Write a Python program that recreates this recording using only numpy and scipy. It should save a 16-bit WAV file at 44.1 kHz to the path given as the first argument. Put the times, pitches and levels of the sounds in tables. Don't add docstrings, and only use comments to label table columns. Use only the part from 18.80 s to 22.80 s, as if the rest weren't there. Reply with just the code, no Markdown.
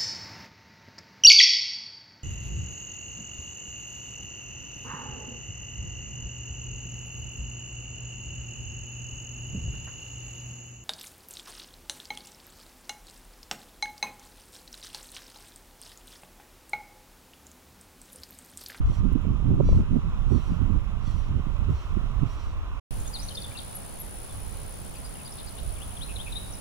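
import sys
import numpy as np
from scipy import signal
from scipy.fft import rfft, irfft
from scipy.io import wavfile
from scipy.ndimage import uniform_filter1d

SR = 44100
rng = np.random.default_rng(int(sys.argv[2]) if len(sys.argv) > 2 else 0)


def waveform_to_disk(signal):
    frames = np.transpose(np.atleast_2d(signal))
    scaled = np.clip(frames, -1, 1) * 32767
    samples = np.round(scaled).astype(np.int16)
    wavfile.write(sys.argv[1], SR, samples)


N = 176400
T = np.arange(N) / SR
FREQS = np.fft.rfftfreq(N, 1 / SR)
OCTAVES = np.log2(FREQS + 1e-3)


def amp(db):
    return 10 ** (np.asarray(db) / 20)


def unit(x):
    return x / np.sqrt(np.mean(abs(x) ** 2) + 1e-20)


def at_hz(points, hz):
    f, value = np.transpose(points)
    return np.interp(np.log(hz + 1), np.log(f + 1), value)


def at_time(points, t):
    times, *columns = np.transpose(points)
    return [np.interp(t, times, column) for column in columns]


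def colour(x, points):
    return irfft(rfft(x) * amp(at_hz(points, FREQS)), N)


def wander(rate_hz):
    return unit(irfft(rfft(rng.standard_normal(N)) / (1 + (FREQS / rate_hz) ** 4), N))


def swell(start, length):
    return np.sin(np.pi * np.clip((T - start) / length, 0, 1)) ** 2


# f/Hz, relative level/dB
SURF_TONE = [(60, -33), (250, 2), (500, -2.5), (700, -1), (870, -4), (1020, 3.5), (1250, 1.5), (1450, -4),
             (1700, -12), (2100, -13), (2550, -7), (3200, -11.5), (3900, -16.5), (4500, -23.5),
             (5700, -22.5), (7400, -25.5), (8300, -31), (10300, -29), (11300, -37.5), (13200, -31.5),
             (15500, -33)]
# t/s, level/dB
SURF_LEVEL = [(0, -47.5), (.8, -48.5), (1.6, -46.5), (2.3, -48), (3.1, -46), (4, -47.5)]
# f/Hz, likeness/0-1
SURF_LIKENESS = [(100, .1), (350, 1), (550, 1), (800, 0.95), (1050, 1), (1350, 1), (1750, 0.19),
                 (2500, 0.71), (3300, 0.5), (4500, 0.79), (8000, .2), (15000, .1)]
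# f/Hz, phase/radians
SURF_LEAD = [(100, 2), (600, -1.47), (1000, -0.66), (1600, -1.42), (2100, -0.36), (2450, -3.5),
             (3900, -2.5), (5000, -4.5), (6000, -4.5), (15000, -6)]
# f/Hz, left minus right/dB
SURF_BALANCE = [(100, 6.5), (700, -4), (1200, -3), (1900, -4.5), (2250, 0.5), (2600, -6), (5000, -5.5),
                (9000, -1), (15000, -1.5)]


def sea():
    patch_db, patch_s, patch_hz = .88, .08, 400
    frames, hz = N // 256 + 5, np.fft.rfftfreq(1024, 1 / SR)
    shape = (frames, len(hz))
    right, separate = rng.standard_normal((2, *shape)) + 1j * rng.standard_normal((2, *shape))
    patches = uniform_filter1d(rng.standard_normal(shape), round(patch_s * frames / T[-1]), axis=0)
    patches = unit(uniform_filter1d(patches, round(patch_hz / hz[1]), axis=1))
    alike, pan = at_hz(SURF_LIKENESS, hz), amp(at_hz(SURF_BALANCE, hz) / 2)
    left = (alike * right + np.sqrt(1 - alike ** 2) * separate) * np.exp(1j * at_hz(SURF_LEAD, hz))
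    spectra = np.array([left * pan, right / pan]) * amp(at_hz(SURF_TONE, hz) + patch_db * patches)
    wash = signal.istft(spectra.transpose(0, 2, 1), nperseg=1024, noverlap=768)[1][:, :N]
    return unit(wash) * amp(at_time(SURF_LEVEL, T)[0])


# t/s, force/dB
GUSTS_LEFT = [(0, -29), (.05, -25), (.2, -34.5), (.35, -42), (.46, -38), (.58, -42), (.7, -27), (.8, -29.5),
              (.96, -18), (1.05, -35), (1.12, -32), (1.3, -32), (1.42, -37.5), (2.3, -41), (2.5, -34),
              (2.66, -41), (2.83, -41), (2.92, -27), (3.02, -36.5), (3.6, -42), (3.87, -31.5), (4, -50)]
GUSTS_RIGHT = [(0.0, -29.5), (0.05, -51), (0.08, -35), (0.17, -46), (0.26, -29.5), (0.29, -36.5),
               (0.38, -35.5), (0.41, -40.5), (0.52, -30), (0.57, -42.5), (0.6, -40), (0.69, -24),
               (0.78, -30.5), (0.92, -30), (1.01, -25), (1.07, -50), (1.11, -31), (1.17, -26), (1.22, -49),
               (1.27, -34.5), (1.32, -45), (1.46, -39), (1.495, -40), (1.515, -22.5), (1.58, -28),
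               (1.65, -65), (1.69, -33), (1.78, -44), (1.84, -34), (1.97, -32), (1.99, -49.5),
               (2.23, -43.5), (2.34, -47), (2.36, -36.5), (2.43, -51), (2.53, -38.5), (2.55, -32),
               (2.6, -30), (2.63, -56), (2.67, -36), (2.76, -51.5), (2.82, -37.5), (2.86, -49), (2.9, -25),
               (2.97, -63), (3.05, -70), (3.17, -34), (3.21, -42), (3.39, -47.5), (3.41, -37.5),
               (3.44, -32), (3.53, -58), (4.0, -61.5)]
# f/Hz, level/dB
WIND_TONE_LEFT = [(20, -35.5), (45, -38), (65, -38), (90, -44), (130, -61), (190, -53.5), (260, -70),
                  (370, -79), (1050, -96)]
WIND_TONE_RIGHT = [(20, -30.5), (45, -29), (90, -28), (130, -31), (190, -32), (260, -38.5), (370, -48),
                   (520, -59.5), (740, -69), (1050, -71)]
# f/Hz, growth/dB per dB
GROWTH_LEFT = [(20, 0.81), (60, 1.28), (150, 0), (400, 1.5)]
GROWTH_RIGHT = [(20, 0.24), (60, 0.3), (120, 0.64), (220, 1.19), (400, 1.28), (1000, 1.73)]
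# t/s, boost/dB
RIGHT_LIFT = [(0, 2), (1, 0), (1.9, 2), (2.1, 0.5), (3.48, 1.5), (3.6, 1.5), (4, 0)]


def wind():
    reference_db, flutter_db, flutter_hz = -33.5, 2.5, 48.7
    ports = [(GUSTS_LEFT, WIND_TONE_LEFT, GROWTH_LEFT), (GUSTS_RIGHT, WIND_TONE_RIGHT, GROWTH_RIGHT)]
    rumble = np.zeros((2, N))
    for port, (gusts, tone, growth) in enumerate(ports):
        force_db = at_time(gusts, T)[0] - reference_db + flutter_db * wander(flutter_hz)
        noise = rfft(rng.standard_normal(N))
        for hz in 22 * 2 ** (np.arange(12) / 2):
            window = np.cos(np.pi * np.clip(OCTAVES - np.log2(hz), -.5, .5)) ** 2
            band = unit(irfft(noise * window, N))
            rumble[port] += band * amp(at_hz(tone, hz) + at_hz(growth, hz) * force_db)
    rumble[1] *= amp(at_time(RIGHT_LIFT, T)[0])
    return rumble


STANDOUT_OVERTONES = [(8, 11, 13, 15, 22), (4, 7, 9, 12, 14, 17), (4, 6, 7, 8, 10, 11, 12, 15)]
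VOICE_BREAKS = [420, 512]
TOP_HZ = 15750


def syrinx(hz, rough):
    standout_db, flicker_depth, flicker_hz, full_strain = 5.5, .6, 70, .45
    calling, buzz = hz > 0, np.zeros(N)
    hz, rough = hz[calling], rough[calling]
    turns, steps = np.cumsum(hz) / SR, np.arange(len(hz)) * flicker_hz / SR
    strain = np.minimum(rough / full_strain, 1)
    between, register = strain ** 2, np.digitize(hz, VOICE_BREAKS)
    for k in np.arange(2, 42, .5):
        stands_out = np.array([k in row for row in STANDOUT_OVERTONES], float)[register]
        gain = between if k % 1 else amp(standout_db * uniform_filter1d(stands_out, size=400))
        chance = rng.standard_normal(int(steps[-1]) + 2)
        flicker = 1 + flicker_depth * strain * np.interp(steps, np.arange(len(chance)), chance)
        tone = np.cos(2 * np.pi * (k * turns + rng.random())) * (k * hz < TOP_HZ)
        buzz[calling] += gain * flicker * tone / np.sqrt(1 + between ** 2 / 2)
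    return buzz


# t/s, f/Hz, roughness/0-1
CALL_TUNES = [
    [(.05, 474, .6), (.085, 521, .2), (.11, 524, .2), (.145, 472, .35), (.165, 425, .6), (.2, 380, .4)],
    [(.815, 517, .1), (.85, 562, 0), (.872, 580, 0), (.893, 581, 0), (.928, 548, .15), (.968, 455, .5),
     (1.02, 372, .9)],
    [(1.485, 445, .6), (1.515, 474, .1), (1.542, 484, .1), (1.555, 484, .55), (1.585, 465, .85),
     (1.64, 432, .5), (1.655, 408, .1), (1.7, 373, .2), (1.77, 335, .5)],
    [(2.215, 508, .7), (2.25, 505, .3), (2.29, 481, .25), (2.302, 471, .55), (2.33, 469, .45),
     (2.36, 445, .8), (2.38, 383, .4), (2.405, 380, .25), (2.49, 340, .55)],
    [(2.9, 434, .7), (2.95, 463, .42), (2.98, 456, .55), (3.025, 459, .5), (3.065, 400, .75),
     (3.12, 354, .6)],
    [(3.465, 430, .6), (3.515, 473, .28), (3.54, 482, .65), (3.575, 472, .7), (3.605, 440, .85),
     (3.617, 389, .2), (3.66, 364, .25), (3.74, 332, .5)],
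]
# t/s, relative level/dB, treble boost/dB
CALL_FORCE = [
    [(.06, -66, 7), (.1, -62, 6), (.145, -57.5, 5), (.2, -63.5, 6)],
    [(.815, -75, -10), (.855, -57, -5), (.89, -54.5, -1), (.968, -58.5, 4), (1.02, -66, 2)],
    [(1.485, -71, 10), (1.525, -58, 7), (1.58, -57, -4), (1.64, -60.5, 2), (1.665, -60, 8), (1.77, -66, 0)],
    [(2.215, -64.5, -8), (2.275, -54.5, 2), (2.33, -57, 1), (2.375, -58, -1), (2.4, -60, 4),
     (2.49, -66, -5)],
    [(2.9, -67, 4), (2.955, -59, -4), (3.02, -59, 0), (3.12, -69, 4)],
    [(3.465, -63, 2), (3.52, -57.5, 4), (3.58, -58, -4), (3.605, -57.5, -5), (3.63, -58, 2),
     (3.74, -65.5, 2)],
]
# f/Hz, relative level/dB
THROAT_TONE = [(900, -27), (1600, -6), (2000, -0.5), (2500, -3), (3050, 0), (3450, -3), (3850, -0.5),
               (4200, -1.5), (4600, -3), (5100, -6.5), (5500, 0), (5800, 2.5), (6150, -4.5), (6800, -10),
               (7400, -8.5), (8150, -12.5), (9600, -11.5), (11500, -25.5), (13900, -16), (15800, -36)]
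# f/Hz, relative level/dB
RASP_TONE = [(2000, -8), (4200, -4.5), (5100, 1.5), (5800, -3.5), (9000, 1.5), (14000, 4)]


def chough():
    wobble, rasp_wobble, wobble_hz = .0022, .02, 150
    voice_db, rasp_db, puff_cycles, edge_s, treble_hz = -2.5, -4.5, .45, .012, 7400
    hz, level, rough, bright_db = np.zeros((4, N))
    for tune, force in zip(CALL_TUNES, CALL_FORCE):
        start, end = force[0][0], force[-1][0]
        near = (T > start - .1) & (T < end + .1)
        hz[near], rough[near] = at_time(tune, T[near])
        db, bright_db[near] = at_time(force, T[near])
        level[near] = amp(db) * np.clip(1 + np.minimum(T[near] - start, end - T[near]) / edge_s, 0, 1)
    calling = hz > 0
    hz = uniform_filter1d(hz, size=300) * (1 + (wobble + rasp_wobble * rough ** 4) * wander(wobble_hz))
    turns = np.cumsum(hz) / SR
    puffs = np.exp(-(turns % 1) / puff_cycles) * rng.standard_normal(N) * calling
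    voice = amp(voice_db) * np.sqrt(1 - rough ** 2) * unit(colour(syrinx(hz, rough), THROAT_TONE))
    rasp = amp(rasp_db) * rough * unit(colour(colour(puffs, THROAT_TONE), RASP_TONE))
    call = level * (voice + rasp)
    treble = irfft(rfft(call) * (1 - 1 / (1 + (FREQS / treble_hz) ** 10)), N)
    return call + (amp(bright_db) - 1) * treble


def cliff(call):
    echo_db, echo_start_s, echo_fade_s = -13, .001, .2
    right_louder_db, left_delay_s = 3.5, .00002
    t = T[:SR // 2]
    bounces = rng.standard_normal((2, len(t))) * (rng.random((2, len(t))) < .05)
    bounces *= amp(-60 * t / echo_fade_s) * (t > echo_start_s)
    bounces /= np.linalg.norm(bounces, axis=1, keepdims=True)
    echo = signal.fftconvolve(call[None], bounces, axes=1)[:, :N]
    left = irfft(rfft(call) * np.exp(-2j * np.pi * FREQS * left_delay_s), N)
    balance = amp([[-right_louder_db / 2], [right_louder_db / 2]])
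    return (np.array([left, call]) + amp(echo_db) * echo) * balance


# t/s, length/s, level/dB
TICK_TIMES = [(0.3286, 0.0042, -49), (.4135, .008, -60)]
# f/Hz, relative level/dB
TICK_TONE = [(4000, -28), (6000, -17), (7000, 1), (8500, -20), (10200, 4), (11400, -16), (13000, 1),
             (14500, -5), (16000, -6)]


def ticks():
    level = sum(amp(db) * swell(start, length) for start, length, db in TICK_TIMES)
    return np.array([unit(colour(rng.standard_normal(N), TICK_TONE)) * level for port in range(2)])


# t/s, length/s, level/dB, middle f/Hz
SWIRLS_LEFT = [(1.1, 0.034, -40, 150), (1.7, 0.032, -24, 141), (2.9, 0.03, -31.5, 139)]
SWIRLS_RIGHT = [(.345, 0.042, -25, 226), (.44, 0.024, -37.5, 370), (1.511, 0.0092, -19, 263),
                (1.895, 0.024, -25, 217), (2.664, 0.0154, -26.5, 184), (2.887, 0.017, -35.5, 285),
                (3.167, 0.012, -21.5, 138), (3.419, 0.032, -23.5, 173)]


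def swirls():
    width_octaves = .47
    puffs = np.zeros((2, N))
    for port, table in enumerate([SWIRLS_LEFT, SWIRLS_RIGHT]):
        for start, length, db, hz in table:
            band = np.exp(-.5 * ((OCTAVES - np.log2(hz)) / width_octaves) ** 2)
            noise = irfft(rfft(rng.standard_normal(N)) * band, N)
            puffs[port] += amp(db) * unit(noise * swell(start, length)) * np.sqrt(length / T[-1])
    return puffs


# t/s, relative level/dB
KNOCK_TIMES = [(.801, -7), (.8063, -4.5), (.889, -8.5), (.928, -14)]
# f/Hz, relative level/dB, time to fade by 60 dB/s
PORT_RING = [(412, -5, 0.021), (527, -4, 0.015), (870, -6, 0.0071)]


def knocks():
    rise_s, muffle_hz = .001, 1000
    right = np.zeros(N)
    for start, db in KNOCK_TIMES:
        t = np.maximum(T - start, 0)
        ring = sum(amp(note_db - 60 * t / fade_s) * np.sin(2 * np.pi * hz * t)
                   for hz, note_db, fade_s in PORT_RING)
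        right += amp(db) * np.minimum(t / rise_s, 1) * ring
    muffle = signal.butter(6, muffle_hz, fs=SR, output="sos")
    return np.array([np.zeros(N), signal.sosfilt(muffle, right)])


def scene():
    return sea() + wind() + cliff(chough()) + ticks() + swirls() + knocks()


def record(dry):
    fade_s = .006
    ends = np.clip(np.minimum(T, T[-1] - T) / fade_s, 0, 1)
    treble_cut = signal.firwin(511, TOP_HZ, window=("kaiser", 9), fs=SR)
    return signal.oaconvolve(dry * ends, treble_cut[None], "same")


dry = scene()
out = record(dry)
waveform_to_disk(out)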